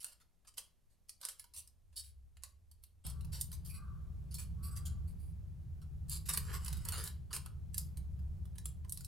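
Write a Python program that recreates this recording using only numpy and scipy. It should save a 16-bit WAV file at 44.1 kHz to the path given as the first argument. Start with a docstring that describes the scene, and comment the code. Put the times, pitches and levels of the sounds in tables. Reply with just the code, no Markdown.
"""A cut-out of thin aluminium foil is lifted and laid on a kitchen table, near a small stereo microphone.
Single creases snap through, swarms of tiny buckles rustle as the sheet bends, and a sliding edge excites
its resonances. The room reverberates briefly. Beneath lie a faint hiss and a low rumble that step up after
three seconds, and a far bird, perhaps a crow, gives three hoarse harmonic calls."""
import sys
import numpy as np
from scipy import signal
from scipy.fft import rfft, irfft, next_fast_len
from scipy.io import wavfile
from scipy.ndimage import uniform_filter1d

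SR = 44100
rng = np.random.default_rng(int(sys.argv[2]) if len(sys.argv) > 2 else 0)


def log_audio(samples):
    """Write samples as a 16-bit WAV file to the path given in sys.argv[1]."""
    # one column per channel
    frames = np.atleast_2d(samples).T
    # limit to full scale, then quantise
    limited = np.clip(frames, -1, 1)
    pcm = np.round(limited * 32767).astype(np.int16)
    wavfile.write(sys.argv[1], SR, pcm)


N = 399987

# Bends of the sheet. Each row: start in seconds, length in seconds, level in dB, body (bass lift) in dB.
BENDS = [(0, 0.027, -48.5, -7), (0.05, 0.059, -55.5, 0), (0.112, 0.025, -57, 1), (0.198, 0.03, -64.5, 9.5),
         (0.444, 0.024, -69.5, 13), (0.469, 0.025, -53.5, 1.5), (0.571, 0.022, -41, -6.5),
         (0.893, 0.06, -76.5, 3), (1.221, 0.054, -47.5, 3.5), (1.279, 0.052, -48.5, -12),
         (1.534, 0.036, -50, -10.5), (1.557, 0.049, -43.5, -11), (1.922, 0.03, -70, 7),
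         (1.956, 0.057, -40.5, -15), (2.019, 0.089, -58, -16), (3.037, 0.085, -50, 7),
         (3.316, 0.083, -45.5, 4), (3.522, 0.03, -46.5, -1.5), (3.643, 0.062, -50.5, -4),
         (4.303, 0.049, -55, 2), (4.34, 0.035, -46.5, -13), (4.377, 0.061, -44.5, -3.5),
         (4.753, 0.04, -45.5, -3), (4.851, 0.032, -44, -5), (4.881, 0.05, -64.5, 5),
         (5.813, 0.022, -61, 10), (6.079, 0.033, -58, -2), (6.098, 0.08, -39, -5), (6.25, 0.067, -49, -1),
         (6.283, 0.031, -32, 2), (6.323, 0.049, -39, 4.5), (6.403, 0.25, -56.5, 9.5),
         (6.472, 0.1, -49.5, 25), (6.523, 0.055, -42, 12), (6.589, 0.27, -54, 11.5),
         (6.842, 0.091, -52.5, 25), (6.915, 0.074, -41.5, 13.5), (6.96, 0.08, -42, 8.5),
         (7.035, 0.053, -44.5, 4), (7.302, 0.032, -52.5, 17), (7.33, 0.043, -37, 5)]
# Creases that snap. Each row: time in seconds, level in dB, body in dB (more for a larger facet).
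CREASES = [(0.0294, -49, -9), (0.0445, -37.5, -1), (0.066, -53.5, -13), (0.54, -66, -3), (0.5814, -40.5, 3),
           (1.0939, -45, -8.5), (1.2135, -49.5, 1), (1.2514, -35.5, -0.5), (1.2868, -40.5, -0.5),
           (1.396, -45.5, -10), (1.442, -57.5, 5), (1.675, -56.5, -12), (2.3697, -62.5, 12),
           (2.4357, -43, -1.5), (2.714, -59.5, -2), (2.837, -53.5, -15), (3.066, -41.5, -4),
           (3.099, -47.5, -8), (3.209, -57, 5), (3.2471, -56.5, 5.5), (3.4116, -31.5, -24),
           (3.517, -49, -1.5), (4.343, -42, -8), (6.096, -39.5, -26), (6.291, -34.5, -15),
           (6.3361, -33, -26), (6.374, -29.5, -2), (6.6475, -43, -21), (6.6612, -43.5, 4),
           (6.6811, -40.5, -7), (6.7277, -42.5, -0.5), (6.7706, -50, 1), (6.8515, -42, -12),
           (6.887, -35, -4), (6.922, -39, -5), (7.04, -39.5, -19), (7.0756, -42, -4), (7.3302, -38.5, 2),
           (7.364, -39, 4.5), (7.4612, -48, 10), (7.744, -41, -8), (7.7805, -31.5, -12), (7.972, -50, -2),
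           (8.191, -69, 11), (8.4546, -62, 6), (8.5565, -61.5, 11), (8.583, -48, 1.5), (8.6566, -38, -4.5),
           (8.847, -60.5, 23), (8.8954, -43.5, -35), (8.9224, -35.5, -23), (8.974, -44, -8),
           (9.008, -49.5, -7), (9.047, -44.5, -24)]
# Slips of an edge. Each row: start in seconds, length in seconds, level in dB.
EDGE_SLIPS = [(3.692, 0.039, -53), (3.732, 0.053, -53.5), (4.623, 0.072, -50.5), (4.706, 0.041, -57.5),
              (5.069, 0.053, -65), (5.176, 0.14, -68.5)]
# Resonances of the sliding sheet. Each row: frequency in Hz, width in Hz, peak level in dB.
RESONANCES = [(2470, 300, -6.5), (4600, 350, -0.5), (5530, 300, -10), (8070, 410, -1), (9240, 460, -1.5),
              (10530, 420, 2), (10780, 330, 1.5), (12000, 320, 4.5), (14300, 1200, -2.5)]
# Anchors of the spectral tilt, in Hz: body, middle, pivot, top.
TILT_HZ = [1500, 4200, 9000, 13000]
# Calls of the bird. 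Each row: start in seconds, length in seconds, level in dB.
BIRD_CALLS = [(3.05, 0.19, -73.5), (3.7, 0.25, -65.5), (4.56, 0.268, -65.5)]

# Spectral shapes. Each row: frequency in Hz, relative spectral density in dB.
FOIL_SPECTRUM = [(200, -30), (450, -12), (750, -19), (1000, -6.5), (1700, -10), (2300, -12), (3050, -7.5),
                 (3500, -11), (4500, -3), (6300, -9.5), (8900, 0.5), (11200, -2.5), (12800, -6.5),
                 (15800, -13)]
HELD_COLOUR = [(380, -18), (600, 7.5), (900, 2), (1400, 0.5), (2300, 2), (3100, 2.5), (4500, 2), (9000, 1),
               (13000, -2)]  # added before STEP_S, while the foil is held low against the board
QUIET_SPECTRUM = [(15, 41), (35, 39.5), (70, 34.5), (115, 28), (200, 22), (290, 15), (600, 12), (1500, 3),
                  (4000, 1), (13000, 2), (16000, -10.5)]
BOOM_SPECTRUM = [(15, -19.5), (32, -7), (53, -15), (62, -1.5), (69, 2), (78, -2), (95, -7.5), (115, -22.5),
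                 (160, -36), (300, -65.5)]
RUMBLE_SPECTRUM = [(70, -15.5), (105, -2), (125, 2), (165, 1), (195, -10), (240, -20.5), (290, -27.5),
                   (335, -23), (450, -31.5), (750, -35.5), (1500, -47.5), (4000, -70.5)]
HISS_SPECTRUM = [(300, 12), (1000, 6), (3000, 0), (8000, -5), (12000, -5.5), (16000, 0), (17000, -24)]
# Envelopes of the low noise. Each row: time in seconds, gain in dB.
EARLY_ENVELOPE = [(0, -89.5), (1.3, -75), (1.8, -66), (2.17, -56), (2.5, -63), (3, -63.5)]  # the boom before the step
LATE_ENVELOPE = [(3.06, -41), (3.11, -46), (3.29, -42), (3.41, -47), (4.92, -42), (5.54, -47.5),
                 (6.82, -41.5), (7.18, -47.5), (8.26, -44), (9.07, -49.5)]  # boom and rumble after it

# Reverberation of the kitchen. Each row: frequency in Hz, time to decay by 60 dB in seconds.
ROOM_T60 = [(500, 0.33), (1500, 0.34), (4000, 0.28), (9000, 0.22), (15000, 0.26)]
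# Likeness of the two microphone ports. Each row: frequency in Hz, coherence (negative counts as 0).
PORT_COHERENCE = [(30, -0.2), (90, 0.94), (300, 0.35), (900, 0.43), (2600, 0.82), (7000, 0.69),
                  (11000, 0.7), (15500, 0.6)]
# Phase between the ports. Each row: frequency in Hz, lead of the left in radians.
PORT_LEAD = [(1000, .05), (4500, .1), (8200, .35), (10300, -.15), (12000, .7), (13500, 2.1), (15500, 2.2)]
# Balance of the ports. Each row: frequency in Hz, level of left over right in dB.
PORT_BALANCE = [(200, 1.5), (1500, 0.5), (3000, 0), (5500, 1), (9300, 1.5), (10300, -1.5), (11600, -3),
                (13200, -1), (15000, -2)]

STEP_S = 3.049  # the background steps up
LEAD_IN_S, TRAIL_S = 0.018, 0.035  # faint ticks lead into and trail each sharp snap
BUCKLING_S, HARD_DB, DOUBLING_DB = 0.0014, -32, 22  # buckling time at HARD_DB; the drop that doubles it
RISE_SHARE = 0.25  # share of a push spent swelling
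CAW_HZ, CAW_ARCH = 185.1, 0.0393  # fundamental, and the share by which it arches
LOWEST_HARMONIC, CAW_HARMONICS_DB = 5, [-34, 0, -6.5, -11]  # harmonics that the throat lets through


def gain_of(db):
    """Decibels as an amplitude ratio."""
    return 10 ** (np.asarray(db) / 20)


def unit_rms(x):
    """Normalises each channel to unit mean power."""
    return x / np.sqrt(np.mean(x ** 2, -1, keepdims=True) + 1e-30)


def at_hz(points, hz):
    """Interpolates a curve on a logarithmic frequency axis."""
    f, value = np.transpose(points)
    return np.interp(np.log(hz + 1), np.log(f + 1), value)


def envelope(points):
    """Interpolates decibels over time into a gain for every sample."""
    return gain_of(np.interp(np.arange(N) / SR, *np.transpose(points)))


def add(mix, s, sound):
    """Superposes a stereo sound on the mix at s seconds."""
    part = mix[:, max(round(s * SR), 0):][:, :sound.shape[1]]
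    part += sound[:, :part.shape[1]]


def placed(sound, seconds, db, pan_db):
    """Energy is power times duration: scales a sound to level db held for so many seconds, and pans it."""
    sides = unit_rms(gain_of([pan_db / 2, -pan_db / 2]))[:, None]
    return unit_rms(sound) * np.sqrt(seconds * SR / sound.shape[1]) * gain_of(db) * sides


def minimum_phase(db):
    """Causality: a frequency response with this gain that rings only after its excitation."""
    cepstrum = irfft(np.log(gain_of(db)))
    half = len(cepstrum) // 2
    return np.exp(rfft(cepstrum * np.r_[1, np.full(half - 1, 2), 1, np.zeros(half - 1)]))


def ports(pair, colour):
    """Partial coherence: two independent signals, filtered by colour(hz) in dB, blend at close ports."""
    spectra, hz = rfft(pair), np.fft.rfftfreq(pair.shape[1], 1 / SR)
    coherence = np.clip(at_hz(PORT_COHERENCE, hz), 0, 1)
    lean = gain_of(at_hz(PORT_BALANCE, hz) / 2)
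    right = coherence * spectra[0] + np.sqrt(1 - coherence ** 2) * spectra[1]
    right *= np.exp(-1j * at_hz(PORT_LEAD, hz))
    stereo = irfft(np.array([spectra[0] * lean, right / lean]) * minimum_phase(colour(hz)))
    return stereo[:, :-256]  # the end holds the filters' wrap-around


def tilt(hz, body_db, middle_db, top_db):
    """Spectral tilt about a fixed pivot, in dB."""
    return at_hz(list(zip(TILT_HZ, (body_db, middle_db, 0, top_db))), hz)


def facet_colour(s, body_db, middle_db, top_db, middle_share=0.26):
    """A larger radiator gives more low and middle frequencies: a facet's spectrum in dB at time s."""
    middle_db += middle_share * body_db
    return lambda hz: (at_hz(FOIL_SPECTRUM, hz) + tilt(hz, body_db, middle_db, top_db)
                       + (s < STEP_S) * at_hz(HELD_COLOUR, hz))


def swarm(rise, fall, per_s, spread_db, edge_db):
    """Shot noise under an envelope that swells and fades: its clicks and its equal-energy duration."""
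    t = np.arange(0, rise + fall, 1 / SR)
    swell = gain_of(np.interp(t, [0, rise, t[-1]], [edge_db, 0, edge_db])) * np.minimum(2 * t / rise, 1)
    sizes = gain_of(spread_db * np.minimum(rng.exponential(1, len(t)), 3.5))
    signs = rng.choice([-1, 1], len(t))
    occurs = rng.random(len(t)) < per_s / SR
    return swell * sizes * signs * occurs, np.sum(swell ** 2) / SR


def sheet(clicks, colour, ring_t60, ring_db, crack_t60, facet_db=5, size=4096):
    """Impulsive excitation: each click cracks at once and stores energy in dense, decaying modes."""
    t = np.arange(size) / SR
    burst = rng.standard_normal((2, size)) * gain_of(-60 * t / crack_t60)
    crack = signal.fftconvolve(clicks[None], burst, axes=1)
    energy = abs(signal.fftconvolve(clicks ** 2, gain_of(-60 * t / ring_t60) ** 2))
    ring = np.sqrt(energy) * rng.standard_normal(crack.shape)
    pair = unit_rms(crack) + gain_of(ring_db) * unit_rms(ring)
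    pair = np.pad(pair, ((0, 0), (0, -pair.shape[1] % size)))
    # every bend leaves facets of other sizes, so each sound rings at its own pitches
    pitches = np.arange(0, SR / 2, 190)
    ripple_db = facet_db * np.clip(rng.standard_normal(len(pitches)), -2, 2)
    return ports(pair, lambda hz: colour(hz) + np.interp(hz, pitches, ripple_db))


def rustles(per_s=2600, trim_db=-1.5):
    """Crackling noise: a bending sheet releases elastic energy in swarms of tiny buckles."""
    out = np.zeros((2, N))
    for s, length, db, body_db in BENDS:
        rise, fall = RISE_SHARE * length, (1 - RISE_SHARE) * length
        clicks, seconds = swarm(rise, fall, per_s, spread_db=4, edge_db=-10)
        colour = facet_colour(s, body_db, middle_db=1.5, top_db=1.5)
        sound = sheet(clicks, colour, ring_t60=0.073, ring_db=-3, crack_t60=0.005)
        add(out, s, placed(sound, seconds, db + trim_db, pan_db=-1.5))
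    return out


def reverberation(source, onset_s=0.0048, size=16384):
    """The kitchen's diffuse field builds quickly and decays exponentially, sooner in the treble."""
    hz, t, bands = signal.stft(rng.standard_normal((2, size)), SR, nperseg=256)
    decay = gain_of(-60 * t / at_hz(ROOM_T60, hz)[:, None])
    tail = signal.istft(bands * decay, SR)[1][:, :size]
    tail *= np.minimum(np.arange(size) / SR / onset_s, 1) ** 2
    tail = ports(tail, lambda hz: at_hz([(500, 1), (4000, 1), (9000, -1.5), (15000, -1.4)], hz))
    return signal.fftconvolve(source[:1], unit_rms(tail) / np.sqrt(size), axes=1)[:, :N]


def steady_noise(spectrum):
    """Filtered white noise: a stationary sound of the given spectrum, at rms 1."""
    white = rng.standard_normal((2, 2 * next_fast_len((N + SR) // 2)))
    return unit_rms(ports(white, lambda hz: at_hz(spectrum, hz))[:, :N])


def background(quiet_db=-71.5, hiss_db=-80.5, crossfade_s=0.002):
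    """Incoherent noises add in power: a quiet room and a faint boom, then a step in boom, rumble, hiss."""
    boom = steady_noise(BOOM_SPECTRUM)
    early = boom * envelope(EARLY_ENVELOPE)
    low = boom * gain_of(0.5) + steady_noise(RUMBLE_SPECTRUM) * gain_of(-7.5)
    late = low * envelope(LATE_ENVELOPE) + steady_noise(HISS_SPECTRUM) * gain_of(hiss_db)
    step = np.clip((np.arange(N) / SR - STEP_S) / crossfade_s, 0, 1)
    return steady_noise(QUIET_SPECTRUM) * gain_of(quiet_db) + (1 - step) * early + step * late


def snaps(buckles=8, tick_db=-28, trim_db=-0.4):
    """Snap-through buckling: a crease gives way in a quick run of buckles, sooner in a harder snap."""
    out, first = np.zeros((2, N)), int(LEAD_IN_S * SR)
    for s, db, body_db in CREASES:
        ticks, _ = swarm(LEAD_IN_S, TRAIL_S, per_s=1000, spread_db=4, edge_db=-9.5)
        clicks = gain_of(tick_db) * ticks
        run_s = min(BUCKLING_S * 2 ** ((HARD_DB - db) / DOUBLING_DB), TRAIL_S / 2)
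        later = first + 1 + (rng.random(buckles) * run_s * SR).astype(int)
        clicks[first] = 1  # the strongest buckle leads a run of weaker ones
        clicks[later] = 0.46 * rng.uniform(0.31, 1, buckles) * rng.choice([-1, 1], buckles)
        colour = facet_colour(s, body_db, middle_db=0.5, top_db=3)
        sound = sheet(clicks, colour, ring_t60=0.047, ring_db=1, crack_t60=0.002)
        add(out, s - LEAD_IN_S, placed(sound, seconds=0.0069, db=db + trim_db, pan_db=-3))
    return out


def bird(roughness=0.0345, echo_t60=0.94, echo_db=2):
    """Pitch jitter makes an arching harmonic call hoarse; multipath echoes blur it on its long way."""
    out = np.zeros((2, N))
    decay = gain_of(-60 * np.arange(SR) / SR / echo_t60)
    for s, length, db in BIRD_CALLS:
        arch = np.sin(np.pi * np.arange(0, length, 1 / SR) / length)
        jitter = unit_rms(uniform_filter1d(rng.standard_normal(len(arch)), 256))
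        cycles = np.cumsum(CAW_HZ * (1 + CAW_ARCH * arch + roughness * jitter)) / SR
        call = arch * sum(gain_of(harmonic_db) * np.sin(2 * np.pi * k * cycles)
                          for k, harmonic_db in enumerate(CAW_HARMONICS_DB, LOWEST_HARMONIC))
        echoes = unit_rms(ports(rng.standard_normal((2, SR)) * decay, np.zeros_like))
        path = gain_of(echo_db) * echoes / np.sqrt(SR)
        path[:, 0] += 1  # the direct sound
        add(out, s, placed(signal.fftconvolve(call[None], path, axes=1), length, db, pan_db=0))
    return out


def slide_colour(hz):
    """Modal summation: the tilted power spectrum of the sliding sheet's resonances, in dB."""
    power = sum(gain_of(db) ** 2 / (1 + ((hz - f) / width) ** 2) ** 2 for f, width, db in RESONANCES)
    return 10 * np.log10(power + 1e-6) + tilt(hz, body_db=-0.5, middle_db=-0.5, top_db=-4.5)


def slides(per_s=5000):
    """Frictional excitation: fine, even slips of an edge keep a few resonances of the sheet ringing."""
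    out = np.zeros((2, N))
    for s, length, db in EDGE_SLIPS:
        rise, fall = RISE_SHARE * length, (1 - RISE_SHARE) * length
        clicks, seconds = swarm(rise, fall, per_s, spread_db=2, edge_db=-8)
        sound = sheet(clicks, slide_colour, ring_t60=0.039, ring_db=2, crack_t60=0.005)
        add(out, s, placed(sound, seconds, db, pan_db=-2))
    return out


def scene():
    """Superposition of the foil, its reverberation, the far bird and the background."""
    foil = snaps() + rustles() + slides()
    return foil + gain_of(-7.5) * reverberation(foil) + bird() + background()


def record(dry):
    """Band limiting: a linear-phase low-pass filter cuts off at 16.2 kHz."""
    lowpass = signal.firwin(401, 16200, window=("kaiser", 9), fs=SR)
    return signal.oaconvolve(dry, lowpass[None], "same")


dry = scene()
out = record(dry)
log_audio(out)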